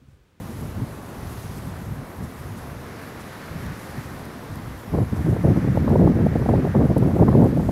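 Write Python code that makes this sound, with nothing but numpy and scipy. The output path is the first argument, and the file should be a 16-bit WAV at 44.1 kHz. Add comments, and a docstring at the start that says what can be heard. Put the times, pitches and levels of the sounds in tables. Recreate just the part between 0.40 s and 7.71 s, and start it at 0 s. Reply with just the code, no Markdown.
"""Strong wind in a stand of pines

The wood roars far off, the crowns sough overhead, and close by needles hiss and rustle, boughs brush
and dry twigs tick. Eddies buffet the microphone, softly at first, then from about 4.5 s in a hard
gust whose fastest swirls slap and flutter."""
import sys
import numpy as np
from scipy import signal
from scipy.fft import rfft, irfft, next_fast_len
from scipy.io import wavfile
from scipy.ndimage import uniform_filter1d, map_coordinates

SR = 44100
rng = np.random.default_rng(int(sys.argv[2]) if len(sys.argv) > 2 else 0)


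def unload_wav(signal):
    """Save mono or channel-first audio to the path in sys.argv[1] as 16-bit WAV at rate SR, clipped to [-1, 1]."""
    wavfile.write(
        sys.argv[1],
        SR,
        np.round(np.clip(np.atleast_2d(signal).T, -1, 1) * 32767).astype(np.int16),
    )


N = 322371

# wind in the near needles: (time [s], relative hiss level [dB], relative rustle level [dB])
NEEDLE_WIND = [(0.0, -54.5, -54), (0.63, -57, -56.5), (1.06, -51.5, -52.5), (1.28, -54.5, -55),
               (1.65, -57.5, -57.5), (2.2, -54.5, -56), (2.36, -54.5, -56.5), (3.07, -52, -56.5),
               (3.5, -51.5, -54.5), (3.93, -54, -57), (4.89, -56, -57), (5.37, -54, -58.5),
               (5.6, -55.5, -60), (5.8, -56.5, -60), (6.23, -54.5, -59), (6.43, -55, -59), (7.31, -56, -57)]
# dull flap of an eddy landing on the microphone: (frequency [Hz], level [dB])
FLAP_SPECTRUM = [(40, -44), (120, 6.5), (250, 1), (450, 2), (680, -3.5), (900, -9), (1300, -48),
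                 (2000, -58)]
# tearing edge of an eddy breaking up: (frequency [Hz], level [dB])
TEAR_SPECTRUM = [(400, -57), (700, 1), (900, 3.5), (1080, 1), (1400, -15.5), (2000, -22), (4000, -80)]


def gust_pressure(attack_s=0.011, release_s=0.031, lull_db=-45):
    """Pressure on the microphone in dB: each gust arrives fast, holds and ebbs over a faint draught."""
    # gusts that reach the microphone: (start [s], length [s], pressure [dB])
    gusts = [(0.0, 0.54, -32.5), (.22, 0.016, -28.5), (0.373, 0.03, -25), (0.763, 0.22, -32.5),
             (1.044, 0.59, -32.5), (1.48, 0.039, -29), (1.79, 0.073, -33), (1.988, 0.44, -36),
             (3.108, 0.22, -32), (3.546, 0.048, -29), (3.656, 0.21, -36), (4.097, 0.26, -32.5),
             (4.486, 0.045, -28), (4.539, 0.087, -18), (4.731, 0.064, -22.5), (4.862, 0.025, -15.5),
             (4.928, 0.0702, -21), (5.046, .13, -18), (5.23, 0.219, -20), (5.472, 0.23, -15),
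             (5.763, 0.11, -17), (5.92, 0.37, -19.5), (6.095, 0.074, -18), (6.354, 0.098, -14),
             (6.5, 0.24, -17.5), (6.791, 0.28, -14.5), (7.125, 0.2, -20.5)]
    t = np.arange(N) / SR
    power = amp(lull_db) ** 2
    for start, length, db in gusts:
        early, late = np.maximum(start - t, 0), np.maximum(t - start - length, 0)
        power = power + (amp(db) * np.exp(-early / attack_s - late / release_s)) ** 2
    return 10 * np.log10(power)


def buffeting(gust_db, eddy_db=2.0, flutter_db=3.5, doubling_db=10.0, hard_db=-15, onset_db=-41):
    """Air swirls right on the microphone: faster air sheds smaller eddies, so louder is also brighter."""
    # rumble of the eddies: (frequency [Hz], level [dB])
    spectrum = [(12, -30), (25, -19), (45, -7.5), (70, -0.5), (105, 0.5), (165, 0), (250, -4), (400, -11),
                (700, -15.5), (1100, -28), (1700, -44), (3000, -57)]
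    pressure_db = gust_db + eddy_db * wobble(40)
    # slow air slips past without shedding eddies
    shedding = 1 / np.sqrt(1 + amp(onset_db - gust_db) ** 4)
    speed = 2 ** ((pressure_db - hard_db) / doubling_db)
    # the smallest eddies come in fits, so the upper edge flutters
    fits = 2 ** (flutter_db * wobble(110) / doubling_db)
    swirl = swept_band(noise(spectrum), low_hz=92 * speed, high_hz=490 * speed * fits, steepness=4.4)
    return shedding * amp(pressure_db + 2.0) * swirl


def slaps(flap_gain_db=-1, tear_gain_db=2):
    """A hard eddy hits the microphone as a dull flap; the fastest break up with a tearing edge."""
    # the hardest eddies: (time [s], relative flap peak [dB], relative tear peak [dB])
    eddies = [(4.538, -15.5, -30), (4.585, -13, -29), (4.861, -17, -43), (4.965, -15, -43),
              (5.104, -12.5, -31), (5.372, -8, -38), (5.478, -10.5, -20), (5.556, -7.5, -20.5),
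              (5.674, -7.5, -17), (5.866, -5.5, -43), (5.957, -10, -44), (6.06, -12.5, -36),
              (6.089, -7, -21.5), (6.136, -6.5, -37), (6.248, -16, -47), (6.349, -13.5, -22),
              (6.418, -12, -30), (6.514, -12.5, -31), (6.566, -7, -35), (6.66, -18, -41), (6.764, -9, -35),
              (6.797, -9, -31), (6.883, -10, -19), (6.95, -3, -23), (7.019, -14, -29), (7.174, -17, -45),
              (7.199, -12.5, -45), (7.289, -9.5, -29)]
    times, flap_db, tear_db = np.transpose(eddies)
    flaps = bursts(list(zip(times, flap_db)), FLAP_SPECTRUM, rise_s=0.0029)
    tears = bursts(list(zip(times, tear_db)), TEAR_SPECTRUM, rise_s=0.003)
    return amp(flap_gain_db) * flaps + amp(tear_gain_db) * tears


def sputter(gust_db, per_s=20, threshold_db=-24.5, offset_db=-3.5, spread_db=1.5, tear_gain_db=-10):
    """Strong gusts throw small torn slaps at the microphone at random, in proportion to the pressure."""
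    position, chance = rng.random(size=(256, 2)).T
    times = position * N / SR
    pressure_db = gust_db[(position * N).astype(int)]
    peak_db = pressure_db + offset_db + spread_db * rng.standard_normal(len(times))
    lands = (chance < per_s * N / SR / len(times)) & (pressure_db > threshold_db)
    eddies = list(zip(times[lands], peak_db[lands]))
    flaps = bursts(eddies, FLAP_SPECTRUM, rise_s=0.0033)
    tears = bursts(eddies, TEAR_SPECTRUM, rise_s=0.0018)
    return flaps + amp(tear_gain_db) * tears


def crown_sough(sway_db, height_db=-42.5, growth=1.4):
    """The crowns sough overhead, swelling faster than the wind that passes through them."""
    # wind through the crowns: (time [s], relative level [dB])
    crown_wind = [(0.0, -55), (1.26, -51.5), (1.44, -53.5), (3.01, -47), (4.46, -50), (5.27, -45.5),
                  (5.62, -48), (6.35, -46.5), (6.37, -47.5), (7.31, -49.5)]
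    # sough of the crowns: (frequency [Hz], level [dB])
    spectrum = [(300, -16), (800, -2), (1300, 2.5), (1850, 2.5), (2200, -2.5), (2800, -13), (4000, -28),
                (8000, -43)]
    wind_db, = curves(crown_wind)
    level_db = height_db + growth * (wind_db - wind_db.max()) + sway_db
    return amp(level_db) * rush(spectrum, patchy_db=1.2)


def needle_hiss(sway_db):
    """The near needles hiss as the gusts pass through them."""
    # air through needles: (frequency [Hz], level [dB])
    spectrum = [(1000, -3), (2500, 3), (4000, 2.5), (5500, 0), (7500, -8.5), (10000, -26), (16000, -30)]
    hiss_db, _ = curves(NEEDLE_WIND)
    return amp(hiss_db + 0.7 + sway_db) * rush(spectrum, patchy_db=0.7)


def needle_rustle(contacts_per_s=900):
    """Needles close to the microphone rustle in flurries of tiny contacts."""
    # needle touching needle: (frequency [Hz], level [dB])
    spectrum = [(3000, -26), (6000, -5), (8500, -4.5), (9600, -3.5), (10800, 0), (12000, -1), (13500, -4),
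                (15000, -9.5), (16000, -18.5)]
    _, rustle_db = curves(NEEDLE_WIND)
    contacts = rng.standard_normal(N) * (rng.random(N) < contacts_per_s / SR)
    grain = rush(spectrum, patchy_db=1.4) + amp(-7.5) * unit(coloured(contacts, spectrum))
    return amp(rustle_db + 1.43 + 0.96 * wobble(22)) * unit(grain)


def bough_brushes():
    """Now and then nearby boughs brush each other with a short, bright swish."""
    # boughs touching: (time [s], relative peak [dB])
    brushes = [(.91, -41), (1.03, -43), (1.17, -42), (1.83, -41), (2.17, -39), (2.20, -47), (2.80, -40),
               (4.76, -41.5), (4.89, -43)]
    # swish of a bough: (frequency [Hz], level [dB])
    spectrum = [(2000, -22), (4500, -3), (7500, 1), (10000, -1), (12500, -4), (16000, -14)]
    return amp(-2.0) * bursts(brushes, spectrum, rise_s=0.011)


def twig_ticks():
    """Dry twigs and needles tick close by."""
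    # single ticks: (time [s], relative peak [dB])
    ticks = [(0.2089, -36), (3.2635, -35), (3.8536, -34), (4.1565, -33), (4.8893, -40), (5.4944, -37),
             (5.8656, -40), (6.5804, -30), (6.5844, -36), (6.7146, -42), (6.8924, -37), (7.0424, -34.5)]
    # thin click of a dry twig: (frequency [Hz], level [dB])
    spectrum = [(2000, -30), (5000, -7), (7000, -12), (9500, -8), (11000, 3), (12500, -5), (16000, -18)]
    return amp(-2.0) * bursts(ticks, spectrum, rise_s=0.00092)


def far_roar(level_db=-38.0):
    """Wind in the distant wood roars steadily behind everything."""
    # the wood from far off: (frequency [Hz], level [dB])
    spectrum = [(15, -16), (40, -10), (90, 2), (160, 2), (260, 0.5), (400, -4), (700, -7.5), (1100, -9.5),
                (1600, -16.5), (2500, -24.5), (6000, -45.5)]
    return amp(level_db + 0.51 * wobble(5.21)) * rush(spectrum, patchy_db=0.6)


def amp(db):
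    """Decibels to gain."""
    return 10 ** (np.asarray(db) / 20)


def unit(x):
    """Scale to rms 1."""
    return x / np.sqrt(np.mean(x ** 2) + 1e-20)


def curves(rows):
    """One value per sample for each column after the time."""
    times, *columns = np.transpose(rows)
    return [np.interp(np.arange(N) / SR, times, column) for column in columns]


def wobble(rate):
    """A smooth random curve, rate knots a second."""
    knots = rng.standard_normal(size=4096)
    return map_coordinates(knots, [np.arange(N) * rate / SR], mode="wrap")


def filtered(x, response):
    """Filter x by a gain given as a function of frequency."""
    n = x.shape[-1]
    padded = next_fast_len(n + 4096)
    gain = response(np.fft.rfftfreq(padded, 1 / SR))
    return irfft(rfft(x, padded) * gain, padded)[..., :n]


def coloured(x, spectrum):
    """Shape x by (frequency [Hz], level [dB]) points on a log axis."""
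    points_hz, db = np.transpose(spectrum)
    return filtered(x, lambda hz: amp(np.interp(np.log(hz + 1), np.log(points_hz + 1), db)))


def noise(spectrum):
    """Coloured noise of rms 1."""
    return unit(coloured(rng.standard_normal(N), spectrum))


def rush(spectrum, patchy_db):
    """Noise of rms 1 that drifts in patches of time and pitch, as the wind finds bough after bough."""
    cells = signal.stft(rng.standard_normal(N), nperseg=512)[2]
    drift = uniform_filter1d(rng.standard_normal(cells.shape), size=14, axis=0)  # across pitch
    drift = uniform_filter1d(drift, size=18, axis=1)  # across time
    patchy = signal.istft(cells * amp(patchy_db * unit(drift)), nperseg=512)[1][:N]
    return unit(coloured(patchy, spectrum))


def bursts(rows, spectrum, rise_s):
    """A puff of noise for each (time [s], peak [dB]) row: it crests after rise_s and fades as fast."""
    lead, length = SR // 25, SR // 8
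    age = (np.arange(length) - lead) / (rise_s * SR)
    swell = np.exp(-(age - 1) ** 2 / 2)
    puffs = coloured(rng.standard_normal((len(rows), length)) * swell, spectrum)
    out = np.zeros(N + SR)
    for (time, db), puff in zip(rows, puffs):
        out[round(time * SR):][:length] += amp(db) * puff / np.abs(puff).max()
    return out[lead:lead + N]


def swept_band(x, low_hz, high_hz, steepness):
    """Split x into half-octave bands and fade out those beyond two moving edges."""
    centres = np.geomspace(32, 4096, 15)

    def shares(hz):
        return np.array([np.interp(np.log(hz + 1), np.log(centres), row) for row in np.eye(len(centres))])

    return sum(band / np.sqrt((1 + (low_hz / hz) ** 2) * (1 + (hz / high_hz) ** steepness))
               for hz, band in zip(centres, filtered(x, shares)))


def scene():
    """One microphone stands among the pines, open to the wind."""
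    gust_db = gust_pressure()
    sway_db = 0.4 * wobble(8)  # the boughs sway, moving sough and hiss together
    trees = far_roar() + crown_sough(sway_db) + needle_hiss(sway_db)
    close_by = needle_rustle() + bough_brushes() + twig_ticks()
    on_microphone = buffeting(gust_db) + slaps() + sputter(gust_db)
    return (trees + close_by + on_microphone)[None]


def record(dry, ceiling=1, top_hz=15750):
    """The microphone rounds off the hardest shoves; the recorder keeps nothing above its band limit."""
    rounded = dry / (1 + np.abs(dry / ceiling) ** 4) ** (1 / 4)
    return filtered(rounded, lambda hz: hz < top_hz)


dry = scene()
out = record(dry)
unload_wav(out)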